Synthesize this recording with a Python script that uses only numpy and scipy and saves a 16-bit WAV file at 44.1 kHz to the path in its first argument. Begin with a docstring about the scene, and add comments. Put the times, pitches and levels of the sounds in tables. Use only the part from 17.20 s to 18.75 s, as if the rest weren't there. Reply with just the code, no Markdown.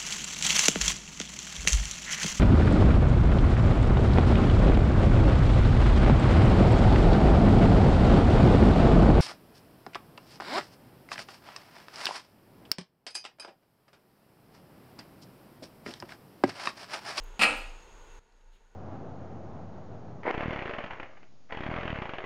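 """One short creaking crack in a garage, as a stuck steel suspension part gives way.
The joint sticks and slips about a dozen times within 60 ms: each slip excites the resonances of the
steel, rust grinds in the joint, and the room reverberates. Behind it lie a low rumble, fan-like air
noise and a thin hiss, which all drop abruptly after a second. Hand and tool make a few faint ticks,
and a sleeve brushes the car."""
import sys
import numpy as np
from scipy import signal
from scipy.fft import rfft, irfft
from scipy.io import wavfile

SR = 44100
rng = np.random.default_rng(int(sys.argv[2]) if len(sys.argv) > 2 else 0)


def transcribe(u):
    """Save the signal u as a 16-bit wav file named by the first command-line argument.

    u: samples, shape (n,) or (channels, n), limited to [-1, 1]; the rate is SR.
    q: integer samples, one column per channel.
    """
    v = np.clip(np.atleast_2d(u).T, -1, 1)
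    q = np.round(v * 32767).astype(np.int16)
    wavfile.write(sys.argv[1], SR, q)


N = 68355
T = np.arange(N) / SR

# normal modes of the steel: pitch_hz, level_db, t60_s
STEEL_MODES = [(236, -39, .33), (296, -41, .5), (518, -39, .6), (795, -33, .52), (867, -39, .52),
               (1215, -32, .38), (1327, -32, .26), (1421, -39, .42), (1663, -37, .28), (1883, -34, .38),
               (2072, -34, .32), (2237, -35, .38), (2325, -24, .28), (2356, -32, .22), (2480, -29, .42),
               (2550, -22.5, .32), (2602, -30, .24), (2652, -30, .36), (2753, -30, .31), (2946, -35, .3),
               (4124, -42, .32), (4310, -37, .22), (4890, -42, .22), (8530, -45, .26), (8624, -46, .36),
               (9985, -46, .26)]


def from_db(db):
    """Decibels to amplitude ratio."""
    return 10 ** (np.asarray(db) / 20)


def rms_one(x):
    """Normalise to unit rms."""
    return x / np.sqrt(np.mean(x ** 2) + 1e-20)


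def peak_at(x, db):
    """Normalise to a peak level."""
    return from_db(db) * x / (np.abs(x).max() + 1e-20)


def at_hz(points, hz):
    """Interpolate a table on a log-frequency axis."""
    frequencies, values = np.transpose(points)
    return np.interp(np.log(np.maximum(hz, 1)), np.log(frequencies), values)


def coloured(x, spectrum):
    """Minimum-phase filter of unit power gain: folding the cepstrum makes it causal."""
    size = 2 * N
    gain = rms_one(from_db(at_hz(spectrum, np.arange(N + 1) * SR / size)))
    cepstrum = irfft(np.log(gain))
    cepstrum[1:N] *= 2
    cepstrum[N + 1:] = 0
    return irfft(rfft(x, size) * np.exp(rfft(cepstrum)))[:N]


def resonate(x, hz, width_hz):
    """Damped oscillator: a two-pole resonance with unit peak gain."""
    radius = np.exp(-np.pi * width_hz / SR)
    feedback = [1, -2 * radius * np.cos(2 * np.pi * hz / SR), radius ** 2]
    return signal.lfilter(np.array([1, 0, -1]) * (1 - radius ** 2) / 2, feedback, x + 1e-18)


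def band(x, hz, width_hz):
    """Two resonators in cascade, for steep skirts."""
    return resonate(resonate(x, hz, width_hz), hz, width_hz)


def background():
    """Broadband air noise plus narrowband noise from rumble to hiss; all step down together."""
    # air spectra before and after the drop: frequency_hz, density_db
    air_before = [(60, -2), (130, -4), (240, -7.5), (460, 3), (680, -6), (930, -1), (1150, -4),
                  (1450, -6.5), (1800, -8.5), (2750, -11.5), (3300, -12), (5500, -22), (8000, -25),
                  (16000, -39.5)]
    air_after = [(60, -10), (140, 2), (300, -2.5), (460, 6), (620, -4.5), (900, 0.5), (1150, -5.5),
                 (1450, -3.5), (2000, -7.5), (2800, -10.5), (4500, -14.5), (5700, -19.5), (8000, -24),
                 (12000, -29.5), (16000, -47)]
    # narrow noise bands: centre_hz, width_hz, before_db, after_db
    drones = [(26, 8.5, -43.5, -59.5), (902, 77, -67, -78), (1450, 40, -72.5, -84.5),
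              (2691, 120, -73, -88.5), (6630, 480, -68, -81)]
    drop_s, crossfade_s, drift_db_per_s = 0.993, .006, -0.8
    before = from_db(-57.5 + drift_db_per_s * (T - drop_s)) * coloured(rng.standard_normal(N), air_before)
    after = from_db(-69) * coloured(rng.standard_normal(N), air_after)
    for hz, width_hz, before_db, after_db in drones:
        drone = rms_one(band(rng.standard_normal(2 * N), hz, width_hz)[N:])  # steady state only
        before += from_db(before_db) * drone
        after += from_db(after_db) * drone
    dropped = np.clip((T - drop_s) / crossfade_s + .5, 0, 1)
    return before * (1 - dropped) + after * dropped


def garage_reverb(x):
    """Diffuse field: dense reflections build up quickly, then decay exponentially in each band."""
    # reverberation time: frequency_hz, t60_s
    decay_times = [(150, 0.4), (500, 0.63), (1200, 0.53), (2600, 0.525), (5000, 0.67), (9000, 0.4846),
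                   (15000, 0.63)]
    # strength of the reverberation: frequency_hz, level_db
    room_colour = [(100, 6), (250, -2.5), (450, 1.5), (750, 0.5), (1300, -1.5), (2000, -3.5), (2600, -12),
                   (3500, -2.5), (4400, -10), (8500, -2.5), (15000, -15)]
    delay_s, build_s = 0.00567, 0.004
    edges_hz = np.geomspace(80, 18000, 15)
    white = rng.standard_normal((2, N))
    age = np.maximum(T - delay_s, 0)
    response = np.zeros(N)
    for k, (low, high) in enumerate(zip(edges_hz, edges_hz[1:])):
        hz = np.sqrt(low * high)
        decay = (1 - np.exp(-age / build_s)) * from_db(-60 * age / at_hz(decay_times, hz))
        noise = signal.sosfilt(signal.butter(2, [low, high], "band", fs=SR, output="sos"), white[k % 2])
        response += from_db(at_hz(room_colour, hz)) * noise * decay / np.sqrt(np.sum(decay ** 2))
    return signal.fftconvolve(x, response)[:N]


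def sleeve_brush():
    """Friction noise: cloth slides over the car in one soft Gaussian swell."""
    # spectrum of the rubbing: frequency_hz, density_db
    cloth_colour = [(800, -19), (2500, 4), (3700, 5.5), (5500, -12.5), (10000, -14), (16000, -22)]
    centre_s, sigma_s = 1.348, .02
    swell = np.exp(-.5 * ((T - centre_s) / sigma_s) ** 2)
    return from_db(-70) * swell * coloured(rng.standard_normal(N), cloth_colour)


def handling_ticks():
    """Light impacts of hand and tool: band-limited noise bursts with fast exponential decay."""
    # contacts: start_s, peak_db, centre_hz, t60_s
    contacts = [(0.037, -49.5, 12800, 0.032), (0.367, -50, 13400, .025), (0.379, -54, 12400, .18),
                (0.603, -54.5, 4280, 0.023), (1.122, -65, 4470, 0.022), (1.209, -65.5, 3500, 0.037)]
    ticks = np.zeros(N)
    for start_s, peak_db, hz, t60_s in contacts:
        decay = (T >= start_s) * from_db(-60 * np.maximum(T - start_s, 0) / t60_s)
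        ticks += peak_at(band(rng.standard_normal(N) * decay, hz, width_hz=.5 * hz), peak_db)
    return ticks


def rust_grinding():
    """Brittle fracture: a snap thuds through the assembly, then rust crumbles as shot noise."""
    # spectrum of the fractures: frequency_hz, density_db
    grit_colour = [(100, -17), (220, -2.5), (700, 1.5), (1100, 1), (1500, -3.5), (2400, -12.5),
                   (3200, -0.5), (3700, -6), (4400, -5.5), (5300, -6.5), (6200, -17.5), (7400, -11),
                   (8700, -14), (11000, -21.5), (16000, -35.5)]
    # low resonances of the whole assembly: centre_hz, width_hz, peak_db
    thud_modes = [(222.5, 42, -31.5), (744, 90, -31.5)]
    snap_s, full_s, release_s = 0.1936, 0.223, 0.237
    rise_db_per_s, fall_db_per_s = 560, 900
    grains_per_s, spread_db = 2500, 5.5
    envelope_db = -rise_db_per_s * np.maximum(full_s - T, 0)
    envelope_db -= fall_db_per_s * np.maximum(T - release_s, 0)
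    sizes = from_db(spread_db * np.minimum(rng.exponential(1, N), 2)) * rng.choice([-1, 1], N)
    grains = rms_one(sizes * (rng.random(N) < grains_per_s / SR))
    grains *= from_db(-25.5 + envelope_db) * (T > snap_s)
    snap = signal.unit_impulse(N, int(snap_s * SR))
    grit = coloured(grains, grit_colour) + peak_at(coloured(snap, grit_colour), db=-21)
    through_steel = sum(resonate(grit, hz, width_hz=.012 * hz) for hz, _, _ in STEEL_MODES)
    thud = sum(peak_at(resonate(resonate(snap, hz, width), hz, hz), db) for hz, width, db in thud_modes)
    return grit + from_db(4) * through_steel + thud


def stick_slip():
    """Stick-slip excitation: each slip knocks the damped body and adds energy to the ringing modes."""
    # slips of the joint: start_s, strength_db
    slips = [(0.1957, -11), (0.1999, -11), (0.2035, -17), (0.2093, -15), (0.2138, -2), (0.2177, -2),
             (0.2209, -2), (0.2257, -4), (0.2303, -11), (0.2345, 1), (0.2387, 1), (0.2440, -8),
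             (0.2537, -7)]
    # broad, heavily damped resonances: centre_hz, width_hz, peak_db
    body_modes = [(230, 180, -30), (481, 250, -34), (900, 410, -31.5), (1333.3, 170, -25), (1950, 120, -23),
                  (2526, 580, -9.5), (4052, 540, -27)]
    contact_hz, attack_s = 4600, 0.00081
    start_s, strength_db = np.transpose(slips)
    impulses = np.zeros(N)
    impulses[(start_s * SR).astype(int)] = from_db(strength_db)
    force = signal.sosfilt(signal.butter(2, contact_hz, fs=SR, output="sos"), impulses + 1e-18)
    knocks = sum(peak_at(band(force, hz, width), db) for hz, width, db in body_modes)
    power = signal.lfilter([1], [1, -np.exp(-1 / (attack_s * SR))], impulses ** 2 + 1e-18)
    ringing = np.zeros(N)
    for hz, level_db, t60_s in STEEL_MODES:
        retained = from_db(-60 / (t60_s * SR)) ** 2  # share of the energy left after one sample
        energy = signal.lfilter([1], [1, -retained], power)
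        ringing += peak_at(np.sqrt(energy), level_db) * np.sin(2 * np.pi * (hz * T + rng.random()))
    return knocks, from_db(-1) * ringing


def scene():
    """Superposition of all sources in mono; only the crack and the ticks excite the room."""
    knocks, ringing = stick_slip()
    crack = knocks + rust_grinding()
    ticks = handling_ticks()
    room = garage_reverb(crack + from_db(2.5) * ticks)
    return (crack + ringing + ticks + sleeve_brush() + room + background())[None]


def record(dry):
    """Band limiting: a steep elliptic low-pass removes the highest treble."""
    cutoff_hz = 16000
    return signal.sosfilt(signal.ellip(12, .1, 80, cutoff_hz, fs=SR, output="sos"), dry)


dry = scene()
out = record(dry)
transcribe(out)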